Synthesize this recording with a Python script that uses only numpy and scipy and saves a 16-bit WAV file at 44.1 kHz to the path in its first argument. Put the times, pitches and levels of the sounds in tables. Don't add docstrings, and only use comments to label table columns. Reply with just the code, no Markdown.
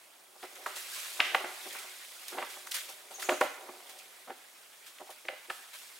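import sys
import numpy as np
from scipy import signal
from scipy.fft import rfft, irfft
from scipy.io import wavfile
from scipy.ndimage import uniform_filter1d

SR = 44100
rng = np.random.default_rng(int(sys.argv[2]) if len(sys.argv) > 2 else 0)


def volts(x):
    e = np.asarray(x, float) / 20
    return 10 ** e


def digitize_waveform(pressure):
    field = np.atleast_2d(pressure).T
    bounded = np.clip(field, -1, 1)
    quanta = np.round(bounded * 32767).astype(np.int16)
    wavfile.write(sys.argv[1], SR, quanta)


N = 264159

# frequency in Hz, level in dB, t60 in seconds.
WOOD_MODES = [(195, -9, .14), (257, -8, .13), (369, 2, .15), (450, -5, .07), (529, -1, .13), (615, -1, .12),
              (700, -5, .07), (769, 1, .13), (855, -6, .07), (938, -4, .08), (1065, -5, .05),
              (1170, -3, .06), (1320, -6, .045), (1440, -4, .05), (1690, -5, .035), (1830, -7, .03),
              (2070, -6, .03), (2400, -9, .025), (2900, -10, .02), (3400, -13, .02)]
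# start in seconds, peak in dB, centre of the ring in Hz,
# damping by the antler as a factor on t60.
KNOCKS = [(0.354, -47, 780, 0.72), (0.526, -52, 377, 0.37), (0.662, -25.5, 1150, 0.52),
          (0.763, -36.5, 1280, 0.37), (1.193, -24.5, 1230, 0.86), (1.2, -18, 1720, 0.66),
          (1.344, -17.5, 930, 0.3), (1.405, -28.5, 1050, 0.3), (1.44, -27, 720, 0.69),
          (1.752, -39, 1110, 0.42), (1.841, -42, 810, 0.64), (2.567, -37.5, 1360, 0.53),
          (2.889, -40.5, 895, 1), (3.287, -15.5, 674, 0.99), (3.41, -13, 760, 0.5),
          (3.889, -45.5, 1350, 0.57), (5.25, -42.5, 470, 0.58), (5.484, -44, 424, 0.8),
          (5.5, -25.5, 1700, 0.38)]
KNOCK_SPREAD_OCT, KNOCK_MS = 0.89, 4.76
# start in seconds, peak in dB, centre in Hz, spread in octaves.
GRINDS = [(0.426, -32.5, 1010, 1.6), (1.361, -33, 1090, 1.1), (1.655, -37, 500, 1.57),
          (2.315, -35.5, 470, 2.5), (2.344, -30.5, 463, 2.1), (2.371, -24.5, 940, 0.76),
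          (2.414, -28, 1110, 1.1), (2.658, -45.5, 1460, 0.9), (3.102, -40.5, 910, 1.2),
          (3.31, -18, 740, 1.8), (3.439, -26.5, 770, 1.5), (3.682, -34, 690, 2.1), (4.272, -36, 900, 3.1),
          (4.292, -30, 900, 3.3), (4.997, -38, 750, 2.5)]
GRIND_MS, GRIND_DAMPING = 11.83, 0.41
# start in seconds, peak in dB, centre in Hz, spread in octaves.
TAPS = [(2.384, -31, 590, 0.64), (2.426, -29, 1060, 0.29), (3.181, -36.5, 870, 0.41), (4.3, -36, 603, 0.41),
        (5.011, -36, 790, .8), (5.067, -48.5, 765, 0.33), (5.091, -35.5, 770, .6),
        (5.284, -30.5, 620, 0.27), (5.325, -37, 615, 0.37)]
TAP_MS, TAP_DAMPING = 6.22, 0.64
# hardest push in seconds, level in dB, seconds to build 20 dB,
# seconds to lose 20 dB.
DRAGS = [(0.01, -58, -5, -0.5), (0.63, -47, 0.47, 0.43), (1.37, -37.5, 0.26, 0.3), (1.7, -48, -0.2, 0.32),
         (2.53, -53, 0.9, 1), (3.35, -42, .4, -0.07), (3.57, -43, -0.3, 0.76), (5.59, -47, -1.2, -1)]
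WOOD_CUT_HZ = 248
# start in seconds, peak in dB, centre in Hz, strength of its echo in dB.
CRACKS = [(0.428, -39.5, 2170, 1), (0.6614, -27, 1500, -2.5), (1.2021, -8, 2520, -5.5),
          (1.238, -32, 2880, 12.5), (1.3471, -14.5, 1960, -7.5), (1.4433, -30, 1520, 1),
          (1.7493, -37, 1560, 3.5), (2.329, -37, 1310, 4), (2.3842, -30, 2270, 1.5),
          (2.4248, -28, 1870, -8), (2.6718, -37, 1670, -8), (2.718, -28, 3400, -24),
          (2.7463, -37, 1910, -19), (2.8898, -43, 3750, -3), (3.2249, -30.5, 1700, -1.5),
          (3.2924, -15, 2040, -7), (3.4135, -13.5, 1460, -6.5), (4.303, -39.5, 2000, -3.5),
          (4.9848, -42, 2980, -5), (5.2514, -42.5, 2160, -10), (5.2848, -22, 2180, -8),
          (5.4997, -25.5, 1950, -7)]
CRACK_SPREAD_OCT, CRACK_MS = 0.83, 3.2
THROWN_PITCH, THROWN_SPREAD = 0.83, 1.41
# time in seconds, level in dB.
SHAKE = [(0.0, -61.5), (0.33, -64.5), (0.43, -54.5), (0.57, -55), (0.72, -49), (0.86, -47), (0.95, -42.5),
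         (1.17, -45.5), (1.38, -50), (1.72, -46), (1.97, -50.5), (2.38, -50), (2.62, -52), (2.87, -55.5),
         (3.17, -56), (3.97, -55.5), (4.4, -59), (5.99, -56.5)]
# start in seconds, peak in dB, dying time (t60) in seconds, first tick
# in dB (16 makes it as strong as the burst).
FLICKS = [(0.4294, -43, 0.087, 5), (0.5554, -45, 0.12, 1.5), (0.6646, -36, 0.094, 3),
          (0.7614, -31.5, 0.33, 3), (0.938, -42, 0.9, 3), (1.3473, -33.5, 0.2, -6), (1.732, -39, 0.068, -1),
          (1.7905, -38, 0.1, 0), (2.2828, -37.5, 0.32, 35), (2.501, -39, 0.33, 0), (2.6718, -37, 0.061, 12),
          (2.7163, -26.5, 0.2, -3), (2.745, -21.5, 0.35, -13), (2.891, -38, 0.26, -4),
          (3.1115, -44, 0.51, -2), (3.1994, -32.5, 0.5, -5), (3.224, -29.5, 0.12, -10),
          (3.293, -31, 0.46, 1.5), (3.411, -30.5, 0.29, 29), (3.8965, -38.5, 0.14, 3),
          (3.991, -42, 0.078, 10), (4.868, -40, 0.16, -8), (5.106, -38, 0.13, -5), (5.1826, -60, 0.043, 6),
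          (5.5024, -40.5, 0.6, 0), (5.738, -38.5, 0.78, -6)]
FLICK_RISE_S = 0.0067
# frequency in Hz, level in dB per Hz.
THIN_COLOUR = [(1500, -31), (2500, -6), (3400, -2), (4500, -3), (6500, -4.5), (9000, -3.5), (12800, -7.5),
               (16000, -12)]
# frequency in Hz, level in dB per Hz.
BIG_COLOUR = [(180, -68), (300, -30), (590, -1), (828, -9.5), (962, -1), (2230, 4.5), (2940, 0.5),
              (3370, 1.5), (6000, -15.5), (7800, -48), (13200, -120)]
# start in seconds, level in dB, top pitch in Hz, length in seconds.
NOTES = [
    (3.139, -45, 6900, .03),
    (3.237, -41, 7300, .026),
    (3.329, -43, 7000, .02),
]
# frequency in Hz, t60 in seconds, level in dB.
TREES = [(310, 0.43, 1), (1080, 0.62, -3.5), (1850, 0.71, -0.5), (3400, 0.56, 3), (4370, 0.8, -3.5),
         (6600, 0.66, 2), (10400, 0.37, -0.5)]
# frequency in Hz, level in dB per Hz.
FAR_COLOUR = [(15, -53), (25, -19), (49, 2), (170, -11), (363, -1.5), (591, 1.5), (659, 3), (1370, -2),
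              (2110, -11), (6050, -9.5), (9320, -5.5), (14800, -12), (16000, -7)]
FAR_DB = -60
# frequency in Hz, likeness from 0 to 1.
SAME = [(60, 0.93), (130, 0.81), (290, 0.26), (640, 0.15), (1410, 0.56), (3100, 0.28), (6820, 0.81),
        (15000, 0.94)]
# frequency in Hz, left minus right in dB.
LEAN = [(60, 5), (180, -1.5), (550, -0.4), (1650, -3), (4970, -0.1), (15000, -1.8)]


def evened(x):
    return x / np.sqrt(np.mean(x ** 2) + 1e-20)


def read(points, hz):
    f, value = np.transpose(points)
    return np.interp(np.log(hz + 1), np.log(f + 1), value)


def add(mix, s, sound):
    part = mix[round(s * SR):][:len(sound)]
    part += sound[:len(part)]


def ring(db, damping, contact):
    hz, own_db, t60 = np.array(WOOD_MODES).T[:, :, None]
    t = np.arange(6000) / SR
    modes = volts(-60 * t / (t60 * damping)) * np.sin(2 * np.pi * hz * t)
    force = contact * rng.standard_normal((len(WOOD_MODES), len(contact)))
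    modes = signal.fftconvolve(modes, force, axes=1)
    modes /= abs(modes).max(1, keepdims=True)
    return (volts(own_db + db) * modes).sum(0)


def knock(peak_db, centre_hz, spread, contact_ms, damping):
    octaves = np.log2(np.array(WOOD_MODES)[:, :1] / centre_hz) / spread
    u = np.arange(3000) / SR / (contact_ms / 1000)
    body = ring(-6 * octaves ** 2, damping, u ** 2 * np.exp(-2 * u))
    return volts(peak_db - 2.0) * body / abs(body).max()


def drag():
    t, push = np.arange(N) / SR, np.zeros(N)
    for s, db, build, lose in DRAGS:
        before = (s - t) / max(build, .01)
        after = (t - s) / max(lose, .01)
        push += volts(db - 20 * np.maximum(before, after))
    slips_per_s = 900
    slips = rng.standard_normal(N) * (rng.random(N) < slips_per_s / SR) * np.sqrt(SR / slips_per_s)
    octaves = np.log2(np.array(WOOD_MODES)[:, :1] / 700)
    bark = ring(-3 * octaves ** 2, 0.46, np.ones(1))
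    return signal.oaconvolve(slips * push * volts(-10), bark / np.linalg.norm(bark))[:N]


def antlers():
    out = np.zeros(N)
    blows = [(s, db, hz, KNOCK_SPREAD_OCT, KNOCK_MS, damping) for s, db, hz, damping in KNOCKS]
    blows += [(*row, GRIND_MS, GRIND_DAMPING) for row in GRINDS]
    blows += [(*row, TAP_MS, TAP_DAMPING) for row in TAPS]
    for s, peak_db, hz, spread, contact_ms, damping in blows:
        lead = 0.252 * contact_ms / 1000
        add(out, s - lead, knock(peak_db, hz, spread, contact_ms, damping))
    out += drag()
    return signal.sosfilt(signal.butter(3, WOOD_CUT_HZ, "high", fs=SR, output="sos"), out)


def twigs():
    out, hz = np.zeros((2, N)), np.fft.rfftfreq(2048, 1 / SR)
    lead = 300 / SR
    t = np.arange(2048) / SR - lead
    u = np.maximum(t, 0) / (CRACK_MS / 1000)
    fade = np.exp(np.minimum(t, 0) / 0.0018 - 0.55 * u)
    for s, peak_db, centre_hz, echo_db in CRACKS:
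        fibres = rfft(np.sqrt(u) * np.exp(-u) * rng.standard_normal(2048))
        fibres /= abs(fibres) ** .85 + 1e-12
        centres = centre_hz * np.array([[1], [THROWN_PITCH]])
        octaves = np.log2((hz + 1) / centres) / (CRACK_SPREAD_OCT * np.array([[1], [THROWN_SPREAD]]))
        hump = volts(-6 * octaves ** 2 - 7.3 * np.maximum(octaves, 0))
        crack, thrown = irfft(fibres * hump) * fade
        add(out[0], s - lead, volts(peak_db + 1) * crack / abs(crack).max())
        add(out[1], s - lead, volts(peak_db + 1 + echo_db) * thrown / abs(thrown).max())
    return out


def rustle(colour, ticks_per_s, spread_db, smooth, patchy_db, flicker_db):
    ticks = rng.standard_normal((2, N)) * (rng.random(N) < ticks_per_s / SR)
    ticks *= volts(spread_db * np.minimum(rng.exponential(1, N), 3))
    raw = evened(ticks) + smooth * rng.standard_normal((2, N))
    hz, t, (left, other) = signal.stft(raw, SR, nperseg=512, noverlap=384)
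    patches = uniform_filter1d(rng.standard_normal(left.shape), 6, 0)
    patches = evened(uniform_filter1d(patches, 8, 1))
    flicker = evened(uniform_filter1d(rng.standard_normal(len(t)), 5))
    same = np.clip(read(SAME, hz), 0, 1)[:, None]
    z = np.array([left, same * left + np.sqrt(1 - same ** 2) * other])
    z *= volts(read(colour, hz)[:, None] + patchy_db * patches + flicker_db * flicker)
    return evened(signal.istft(z, SR, nperseg=512, noverlap=384)[1][:, :N])


def leaves():
    burst, tick, t = np.zeros(N), np.zeros(N), np.arange(SR // 2) / SR
    for s, peak_db, t60, tick_db in FLICKS:
        swell = np.minimum(t / FLICK_RISE_S, 1)
        dying_db = -60 * np.maximum(t - FLICK_RISE_S, 0) / t60
        add(burst, s - FLICK_RISE_S, volts(peak_db - 13 + dying_db) * swell)
        add(tick, s, volts(peak_db - 29 + tick_db - 60 * t / 0.0085))
    thin = rustle(THIN_COLOUR, ticks_per_s=2500, spread_db=0, smooth=1.32, patchy_db=1.37, flicker_db=0.27)
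    big = rustle(BIG_COLOUR, ticks_per_s=1500, spread_db=2, smooth=3, patchy_db=2.5, flicker_db=1.7)
    shake_db = np.interp(np.arange(N) / SR, *np.transpose(SHAKE))
    big_db = -53.5 + 0.9 * (shake_db + 50.5)
    return thin * (volts(shake_db) + burst + tick) + big * (volts(big_db) + 0.53 * burst)


def bird():
    out = np.zeros(N)
    for s, db, top_hz, length in NOTES:
        u = np.arange(0, length, 1 / SR) / length
        hz = top_hz * np.interp(u, [0, .3, 1], [.86, 1, .81])
        whistle = np.sin(2 * np.pi * np.cumsum(hz) / SR)
        add(out, s, volts(db) * whistle * signal.windows.tukey(len(u), .4))
    return out


def clearing(x):
    taps = np.zeros((2, SR))
    at = np.arange(300, SR - 20, 20) + rng.integers(0, 20, (2, (SR - 301) // 20))
    np.put_along_axis(taps, at, rng.choice([-1., 1.], at.shape), 1)
    hz, t, (left, other) = signal.stft(taps, SR, nperseg=256)
    same = 1 / (1 + (hz[:, None] / 3500) ** 0.45)
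    z = np.array([left, same * left + np.sqrt(1 - same ** 2) * other])
    z *= 1 - 0.077 * np.exp(-t / 0.0047)
    t60, colour_db = (read([(row[0], row[k]) for row in TREES], hz)[:, None] for k in (1, 2))
    tail = signal.istft(z * volts(colour_db - 60 * t / t60), SR, nperseg=256)[1]
    return signal.fftconvolve(x[None], tail / np.linalg.norm(tail[0]), axes=1)[:, :N]


def far_leaves():
    return volts(FAR_DB) * rustle(FAR_COLOUR, ticks_per_s=3500, spread_db=1.5, smooth=3.5,
                                patchy_db=-0.1, flicker_db=-0.3)


def scene():
    wood, (cracks, thrown), song = antlers(), twigs(), bird()
    echoes = clearing(volts(-11) * wood + thrown + volts(-2.5) * song)
    direct = wood + cracks * volts([[.8], [-.8]]) + song * volts([[2.5], [-2.5]])
    return direct + leaves() + echoes + far_leaves()


def roll_off(x):
    return signal.sosfilt(signal.butter(12, 16650, fs=SR, output="sos"), x)


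def record(dry):
    hz = np.fft.rfftfreq(N, 1 / SR)
    bass_cut = 1 / np.sqrt(1 + (190 / (hz + 1)) ** 4)
    lean = volts(np.outer([.5, -.5], read(LEAN, hz)))
    thuds = irfft(rfft(dry[0]) * (hz < 1000), N)
    thud_level = np.sqrt(abs(uniform_filter1d(thuds ** 2, 2500)))
    shake = volts(-90) + volts(-24) * thud_level
    rumble = rfft(shake * rng.standard_normal(dry.shape)) / (1 + (hz / 160) ** 2)
    heard = rfft(dry) * lean * bass_cut + rumble
    mix = irfft(heard * (hz < 15860), N)
    return roll_off(mix)


dry = scene()
out = record(dry)
digitize_waveform(out)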